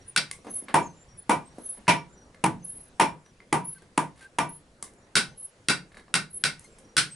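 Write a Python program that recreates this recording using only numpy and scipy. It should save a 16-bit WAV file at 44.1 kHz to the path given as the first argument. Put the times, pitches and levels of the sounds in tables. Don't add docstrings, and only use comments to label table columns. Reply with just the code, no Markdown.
import sys
import numpy as np
from scipy import signal
from scipy.io import wavfile
from scipy.ndimage import uniform_filter1d

SR = 44100
rng = np.random.default_rng(int(sys.argv[2]) if len(sys.argv) > 2 else 0)


def master_out(mix):
    frames = np.transpose(np.atleast_2d(mix))
    ceiling = np.clip(frames, -1, 1)
    pcm = np.round(ceiling * 32767).astype(np.int16)
    wavfile.write(sys.argv[1], SR, pcm)


N = 315315


def gain_of(db):
    return 10 ** (np.asarray(db) / 20)


def evened(x):
    return x / np.sqrt(np.mean(x ** 2) + 1e-20)


def read(points, hz):
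    point_hz, value = np.transpose(points)
    return np.interp(np.log(hz + 1), np.log(point_hz + 1), value)


def add(mix, start_s, sound):
    part = mix[..., round(start_s * SR):][..., :sound.shape[-1]]
    part += sound[..., :part.shape[-1]]


def coloured(x, *spectra):
    hz = abs(np.fft.fftfreq(4096, 1 / SR))
    level_db = np.maximum(sum(read(points, hz) for points in spectra), -100)
    log_gain = np.log(gain_of(level_db))
    taps = np.fft.ifft(np.exp(np.conj(signal.hilbert(log_gain)))).real[:2048]
    return signal.fftconvolve(x, taps)[:len(x)]


def ring(modes, t, spread_db):
    hz, level_db, t60_s = np.transpose(modes)[:, :, None]
    struck_db = level_db + spread_db * rng.standard_normal(hz.shape)
    partials = gain_of(struck_db - 60 * t / t60_s) * np.sin(2 * np.pi * hz * t)
    return partials.sum(0)


# pitch_hz, likeness (0 to 1)
ECHO_LIKENESS = [(150, .85), (600, .62), (2000, .66), (8000, .45)]
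# pitch_hz, t60_s
SHELTER_DECAY = [(100, 0.49), (260, 0.28), (700, 0.23), (1840, 0.21), (4850, 0.2), (10000, 0.18)]


def shelter(x, wet_db, first_s=.004, rise_s=.011):
    size = SR // 2
    taps = np.zeros((2, size))
    slots = np.arange(0, size - 20, 20)
    at = slots + rng.integers(0, 20, (2, len(slots)))
    np.put_along_axis(taps, at, rng.choice([-1., 1.], at.shape), 1)
    taps *= np.clip((np.arange(size) / SR - first_s) / rise_s, 0, 1)

    hz, t, (mid, side) = signal.stft(taps, SR, nperseg=512)
    same = np.clip(read(ECHO_LIKENESS, hz), 0, 1)[:, None]
    mid, side = np.sqrt((1 + same) / 2) * mid, np.sqrt((1 - same) / 2) * side
    decay = gain_of(-60 * t / read(SHELTER_DECAY, hz)[:, None])
    tail = signal.istft(np.array([mid + side, mid - side]) * decay, SR, nperseg=512)[1][:, :size]
    tail /= np.linalg.norm(tail[0])
    return gain_of(wet_db) * signal.fftconvolve(x[None], tail, axes=1)[:, :size]


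# pitch_hz, level_db (per Hz)
WASH_COLOUR = [(12, -37), (20, -9.5), (119, -10), (318, -16), (486, -16), (526, -13.5), (570, -19.5),
               (1520, -23.5), (3130, -29.5), (7320, -33.5), (11500, -36), (15000, -77.5), (22000, -120)]
# time_s, rumble_db, blower_hum_db, hiss_db
WASH_SWELLS = [(0.0, -56.5, -56, -65.5), (0.46, -61.5, -58.5, -65), (0.67, -58, -59, -65),
               (0.86, -59.5, -62, -66), (1.15, -57.5, -55.5, -67.5), (1.51, -60, -58, -65),
               (1.73, -56, -63, -64), (1.99, -62, -62.5, -65.5), (2.19, -58, -63.5, -68),
               (3.07, -58, -58, -66), (3.27, -61, -67, -69.5), (3.7, -62, -63, -67.5),
               (4.94, -59, -65, -69), (5.28, -56.5, -59, -68.5), (5.48, -60.5, -63, -66.5),
               (6.31, -59, -64.5, -70), (6.57, -60.5, -61, -63.5), (6.89, -56, -67, -67),
               (7.01, -59, -64.5, -68), (7.15, -62.5, -53.5, -59)]
# pitch_hz, likeness (0 to 1)
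WASH_LIKENESS = [(60, 1), (170, 0.93), (490, 1), (1420, 0.11), (4070, 0.4), (11700, 1)]


def wash(patchy_db=1.94, lumpy_db=0.64, level_db=-57):
    frames, hz = N // 256 + 5, np.fft.rfftfreq(1024, 1 / SR)
    a, b, c, d, patches = rng.standard_normal((frames, 513, 5)).T
    patches = uniform_filter1d(patches, size=10, axis=0)
    patches = evened(uniform_filter1d(patches, size=12, axis=1))

    time_s, *levels = np.transpose(WASH_SWELLS)
    frame_s = np.arange(frames) * 256 / SR
    rumble_db, hum_db, hiss_db = (np.interp(frame_s, time_s, db - db.mean()) for db in levels)
    near_hum = np.exp(-((hz - 120) / 45) ** 2)[:, None]
    high = read([(700, 0), (3000, 1)], hz)[:, None]
    swell_db = (rumble_db * (1 - high) + hiss_db * high) * (1 - near_hum) + near_hum * hum_db

    same = np.clip(read(WASH_LIKENESS, hz), -1, 1)[:, None]
    left = a + 1j * b
    right = same * left + np.sqrt(1 - same ** 2) * (c + 1j * d)
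    patch_db = (patchy_db + lumpy_db * (0.5 - high)) * patches
    spectra = np.array([left, right]) * gain_of(read(WASH_COLOUR, hz)[:, None] + patch_db + swell_db)
    sound = signal.istft(spectra, nperseg=1024, noverlap=768)[1][:, :N]
    return gain_of(level_db) * evened(sound)


# loudest_s, rise_s, fall_s, level_db (before waver), pitch_hz (when loudest), glide_hz_per_s
SQUEAK_TONES = [(.018, 0.02, 0.069, -61.5, 5715, -300), (0.095, 0.042, 0.046, -41, 9670, -1500),
                (.36, .015, .04, -58, 8200, -300), (.42, 0.074, .05, -70, 5650, 98),
                (.504, 0.044, 0.17, -56.5, 6200, -500), (0.559, 0.081, 0.11, -29, 10660, -100),
                (0.831, 0.011, 0.18, -54, 6500, -3000), (.838, 0.022, 0.07, -49, 7106, -500),
                (1.02, .15, 0.079, -60.5, 7260, 1197), (1.095, 0.022, 0.13, -60, 5670, -500),
                (1.194, 0.033, 0.065, -44, 10020, 300), (1.473, 0.035, .055, -52, 8340, 400),
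                (1.52, 0.073, .03, -65, 5705, 802), (1.685, 0.13, .05, -60.5, 6130, -500),
                (1.707, .16, 0.12, -34, 10665, 115), (2.14, 0.078, 0.045, -61, 7200, 1005),
                (2.188, 0.07, 0.16, -62, 5800, -1000), (2.641, 0.059, 0.074, -58.5, 6170, 103),
                (2.656, 0.024, 0.25, -36.5, 10580, 398), (2.845, 0.082, .08, -50, 10660, 200),
                (3.215, .05, .04, -68.5, 7250, -500), (3.264, 0.028, 0.1, -65, 5870, -1000),
                (3.659, 0.0235, 0.15, -34.5, 10520, 593), (3.773, 0.051, 0.028, -55.5, 1566, 12),
                (3.827, 0.018, 0.039, -57.5, 1570, 12), (4.262, 0.11, 0.021, -51, 1570, 87),
                (4.498, 0.013, 0.13, -39, 10535, 600), (4.99, 0.052, .07, -68, 7100, 100),
                (5.034, 0.031, 0.068, -68, 5760, -1000), (5.3, .03, .08, -63, 6120, 500),
                (5.42, 0.068, .1, -34, 10625, 199), (6.344, 0.05, 0.11, -35, 10640, 2),
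                (6.652, 0.018, .025, -54, 2110, 100), (6.66, .04, 0.034, -59, 4230, 100),
                (6.652, 0.055, .07, -62, 6300, -1500), (6.732, 0.081, 0.045, -63, 7500, 109),
                (6.854, 0.069, 0.18, -67, 5770, -500), (7.131, 0.053, 0.068, -44, 8260, 806)]
SQUEAK_RANGE_DB, CURVE = 45.5, 2.32
BEAT_HZ, BEAT_DEPTH = 25.9, 0.26


def squeaks(rough=0.77, waver_s=0.011, sides=0.11):
    out = np.zeros((2, N))
    for loudest_s, rise_s, fall_s, level_db, pitch_hz, glide in SQUEAK_TONES:
        rise_s = min(rise_s, loudest_s)
        t = np.arange(-rise_s, fall_s, 1 / SR)
        noise = rng.standard_normal((4, SR))
        window = np.hanning(max(round(2 * waver_s * SR), 8))[None]
        smooth = evened(signal.fftconvolve(noise, window, "same", axes=1))
        a, b, c, d = smooth[:, SR // 8:SR // 8 + len(t)]
        waver = 1 + rough * (a + 1j * b) + sides * (c + 1j * d) * np.array([[1], [-1]])

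        beat = 1 - BEAT_DEPTH + BEAT_DEPTH * np.cos(2 * np.pi * BEAT_HZ * t)
        away = np.clip(np.where(t < 0, -t / rise_s, t / fall_s), 0, 1)
        envelope = gain_of(level_db - SQUEAK_RANGE_DB * away ** CURVE) * beat
        tone = np.exp(2j * np.pi * (pitch_hz * t + glide * t ** 2 / 2))
        add(out, loudest_s - rise_s, envelope * (waver * tone).real)
    return out


# pitch_hz, level_db, t60_s
TONGS_RING = [(1150, -1, 0.045), (1750, -0.5, 0.017), (2100, 2, 0.023), (3886, -15.5, 0.065),
              (4400, -7, 0.023)]
TONGS_DB, HOLLOW_DB = -11.5, -4


def touch(low_db, mid_db, high_db, t60_s, rise_s, hits):
    t = np.arange(len(hits)) / SR
    envelope = gain_of(-60 * t / max(t60_s, .002)) * np.minimum(t / rise_s, 1)
    colour = [(90, low_db - 38), (200, low_db), (700, low_db - 7.5), (2000, mid_db),
              (4600, (mid_db + high_db) / 2 + HOLLOW_DB), (6500, high_db - 6.0), (9000, high_db)]
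    loudness = signal.fftconvolve(hits, envelope)[:len(t)]
    puff = coloured(rng.standard_normal(len(t)) * loudness, colour)
    click = coloured(np.linalg.norm(envelope) * hits, colour)
    tongs = gain_of(mid_db + TONGS_DB) * ring(TONGS_RING, t, spread_db=6.5)
    tongs = signal.fftconvolve(hits, tongs)[:len(t)]
    return puff + tongs + shelter(click + tongs, wet_db=-4.0)[:, :len(t)]


# start_s, level_db at 200 Hz, at 2 kHz and at 9 kHz, t60_s
SINGLE_KNOCKS = [(0.3127, -47, -28.5, -21.5, 0.023), (0.386, -27.5, -68, -69, 0.047),
                 (0.4464, -25.5, -50, -53, 0.14), (0.4679, -18.5, -41.5, -51.5, 0.15),
                 (0.5639, -23, -47, -49, 0.037), (0.6231, -20, -66, -77, 0.026),
                 (0.6843, -24.5, -31, -49.5, 0.16), (1.5834, -18, -51.5, -48, 0.066),
                 (1.773, -27.5, -47.5, -71, 0.088), (1.87, -43.5, -36, -60.5, .03),
                 (2.346, -52, -48.5, -53, 0.04), (3.2617, -32, -47, -54.5, .027),
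                 (3.4035, -32.5, -47.5, -70, .022), (3.8208, -32, -52, -52, 0.061),
                 (4.8262, -24.5, -33.5, -20.5, 0.022), (4.879, -47, -47, -63, 0.02),
                 (4.9364, -34, -65, -48, 0.018), (5.069, -38, -54.5, -71.5, 0.063),
                 (6.0812, -27, -45, -74, 0.021), (6.5947, -43, -58, -32.5, 0.015),
                 (6.6426, -44, -57, -42.5, 0.067), (6.7854, -34, -54, -40.5, 0.039)]


def knocks():
    out = np.zeros((2, N))
    for start_s, *levels_db, t60_s in SINGLE_KNOCKS:
        hits = 1. * (np.arange(SR // 5) == 0)
        add(out, start_s, touch(*levels_db, t60_s, 1 / SR, hits))
    return out


# start_s, length_s, slips_per_s, level_db at 200 Hz, at 2 kHz and at 9 kHz
WORK_DRAGS = [(3.748, .06, 29, -51, -50.5, -56), (4.158, .1, 60, -38, -45, -49),
              (5.919, .09, 39, -34.5, -45, -50.5)]
SLIP_T60_S, SLIP_RISE_S, SLIP_SPREAD_DB = 0.082, 0.0035, 2.5


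def drags():
    out = np.zeros((2, N))
    for start_s, length_s, rate, *levels_db in WORK_DRAGS:
        hits, at = np.zeros(SR // 3), np.arange(0, length_s, 1 / rate)
        uneven = gain_of(SLIP_SPREAD_DB * rng.standard_normal(len(at)))
        hits[(at * SR).astype(int)] = uneven * np.sin(np.pi * (at + .015) / (length_s + 0.037))
        add(out, start_s, touch(*levels_db, SLIP_T60_S, SLIP_RISE_S, hits))
    return out


# pitch_hz, level_db, t60_s
GROUND_RING = [(155, 0, .24), (178, 0, .16), (229, -5, .14), (275, -3, .14), (317, -2, .14), (415, -5, .12)]


def wall_burst(colour, noise, t, t60_s):
    sides = noise[0] + .35 * noise[1] * np.array([[1], [-1]])
    burst = sides * gain_of(-60 * t / t60_s) * (1 - np.exp(-t / .003))
    burst = np.array([coloured(side, *colour) for side in burst])
    return burst / np.linalg.norm(burst[0])


def blows(table, modes, crack, crack_db, treble_db, upper_db, snap_db, snap_growth,
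          contact_s, wall_s, wall_t60):
    out, t = np.zeros((2, N)), np.arange(SR // 2) / SR
    for start_s, blow_db, thump_db, tilt_db, wall_db, ring_db in table:
        tilt = [(110, -tilt_db - 3.5), (170, -tilt_db), (500, -tilt_db),
                (2500, tilt_db), (5000, tilt_db), (8000, treble_db)]
        colour = crack, tilt
        noise = rng.standard_normal((3, len(t)))
        click = coloured(1. * (t == 0), *colour)
        snap = coloured(noise[0] * gain_of(-60 * t / .018), *colour)
        click, snap = (gain_of(crack_db) * x / np.linalg.norm(x) for x in (click, snap))

        struck = [(hz, mode_db + ring_db + (upper_db + tilt_db) * (hz > 1900), t60_s)
                  for hz, mode_db, t60_s in modes]
        iron = ring(struck, t, spread_db=-0.5)
        soft = np.clip(t / contact_s, 0, 1)
        thump = gain_of(thump_db) * ring(GROUND_RING, t, spread_db=3.0) * (1 - np.exp(-t / 0.0009))

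        direct_db = snap_db + (snap_growth - 1) * (blow_db + 8.5)
        direct = soft * (gain_of(direct_db) * snap + iron) + thump
        heard = direct + shelter(click + iron, wet_db=2.5) + shelter(thump, wet_db=-3.0)
        add(heard, wall_s, gain_of(crack_db + wall_db) * wall_burst(colour, noise[1:], t, wall_t60))
        add(out, start_s, gain_of(blow_db) * heard)
    return signal.sosfilt(signal.butter(3, 125, "high", fs=SR, output="sos"), out)


# start_s, blow_db, thump_db, brightness_db, wall_echo_db, ring_db
BLOCK_STRIKES = [(0.162, -11, -35.5, 4.5, 2.5, -14.5), (5.154, -5, -32.5, 1.1, -19, -15.5),
                 (5.685, -9.5, -24, 0.69, -9, -8.5), (6.14, -11, -25, 0.22, 0, -10),
                 (6.438, -11, -42, 2.2, -30, -13), (6.967, -4, -35.5, 0.81, -36, -35)]
# pitch_hz, level_db, t60_s
BLOCK_RING = [(1456, -18, 0.076), (1520, -3.5, 0.038), (1553, -9, 0.031), (1890, -5.5, 0.029),
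              (2150, -12, 0.1), (2364, -0.5, 0.014), (2703, -2.5, 0.023), (3910, -5, 0.037),
              (4660, -11, 0.084)]
# pitch_hz, level_db (per Hz)
BLOCK_CONTACT = [(76, -27.5), (130, -2.5), (237, -12.5), (665, -23.5), (1190, -15), (1460, 1), (1730, -9.5),
                 (5330, -8), (6550, -21), (8840, -13), (10900, -18), (11500, -40.5), (15000, -65.5),
                 (22000, -120)]


def iron_block():
    return blows(BLOCK_STRIKES, BLOCK_RING, BLOCK_CONTACT, crack_db=14.5, treble_db=5.3, upper_db=-0.5,
                 snap_db=2.0, snap_growth=0.11, contact_s=0.0011, wall_s=0.011, wall_t60=0.048)


# start_s, blow_db, thump_db, brightness_db, wall_echo_db, ring_db
STAKE_STRIKES = [(0.741, -10, -19, 1.5, -12, -11), (1.294, -10.5, -21, 1.5, -7.5, -11.5),
                 (1.879, -6, -18.5, 9, -18, -12.5), (2.439, -14, -12.5, 1.5, 0.5, -19),
                 (2.997, -8, -22.5, 5, -11, -12.5), (3.526, -13, -16.5, 1, -10, -16.5),
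                 (3.976, -14.5, -22.5, 0.5, -16, -20.5), (4.385, -15.5, -20.5, 4, -9, -11)]
# pitch_hz, level_db, t60_s
STAKE_RING = [(683, -14, 0.23), (754, -7, 0.035), (933, -5.5, 0.14), (956, -11.5, 0.19), (976, -0.5, .11),
              (1016, -11, 0.044), (1180, -5, 0.084), (1480, -6, 0.033), (1950, -10, 0.067),
              (2320, -11, 0.16), (2375, -10, 0.13), (2770, -27.5, 0.0211), (5490, -22, 0.13),
              (5550, -17, 0.13), (9280, -15, 0.083)]
# pitch_hz, level_db (per Hz)
STAKE_CONTACT = [(76, -22.5), (130, -17.5), (291, -4.5), (594, -14.5), (949, 0), (1060, -7.5), (1280, -14),
                 (2380, -18), (4100, -30.5), (7060, -30.5), (10300, -22), (11500, -36), (15000, -75),
                 (22000, -120)]


def stake_anvil():
    return blows(STAKE_STRIKES, STAKE_RING, STAKE_CONTACT, crack_db=16.0, treble_db=2.0, upper_db=-7.5,
                 snap_db=10.5, snap_growth=.1, contact_s=0.0062, wall_s=0.021, wall_t60=0.029)


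def scene():
    return wash() + squeaks() + knocks() + drags() + iron_block() + stake_anvil()


EDGE_HZ = 11150


def record(dry):
    low_pass = signal.firwin(201, EDGE_HZ, window=("kaiser", 4), fs=SR)
    return signal.oaconvolve(dry, low_pass[None], "same")


dry = scene()
out = record(dry)
master_out(out)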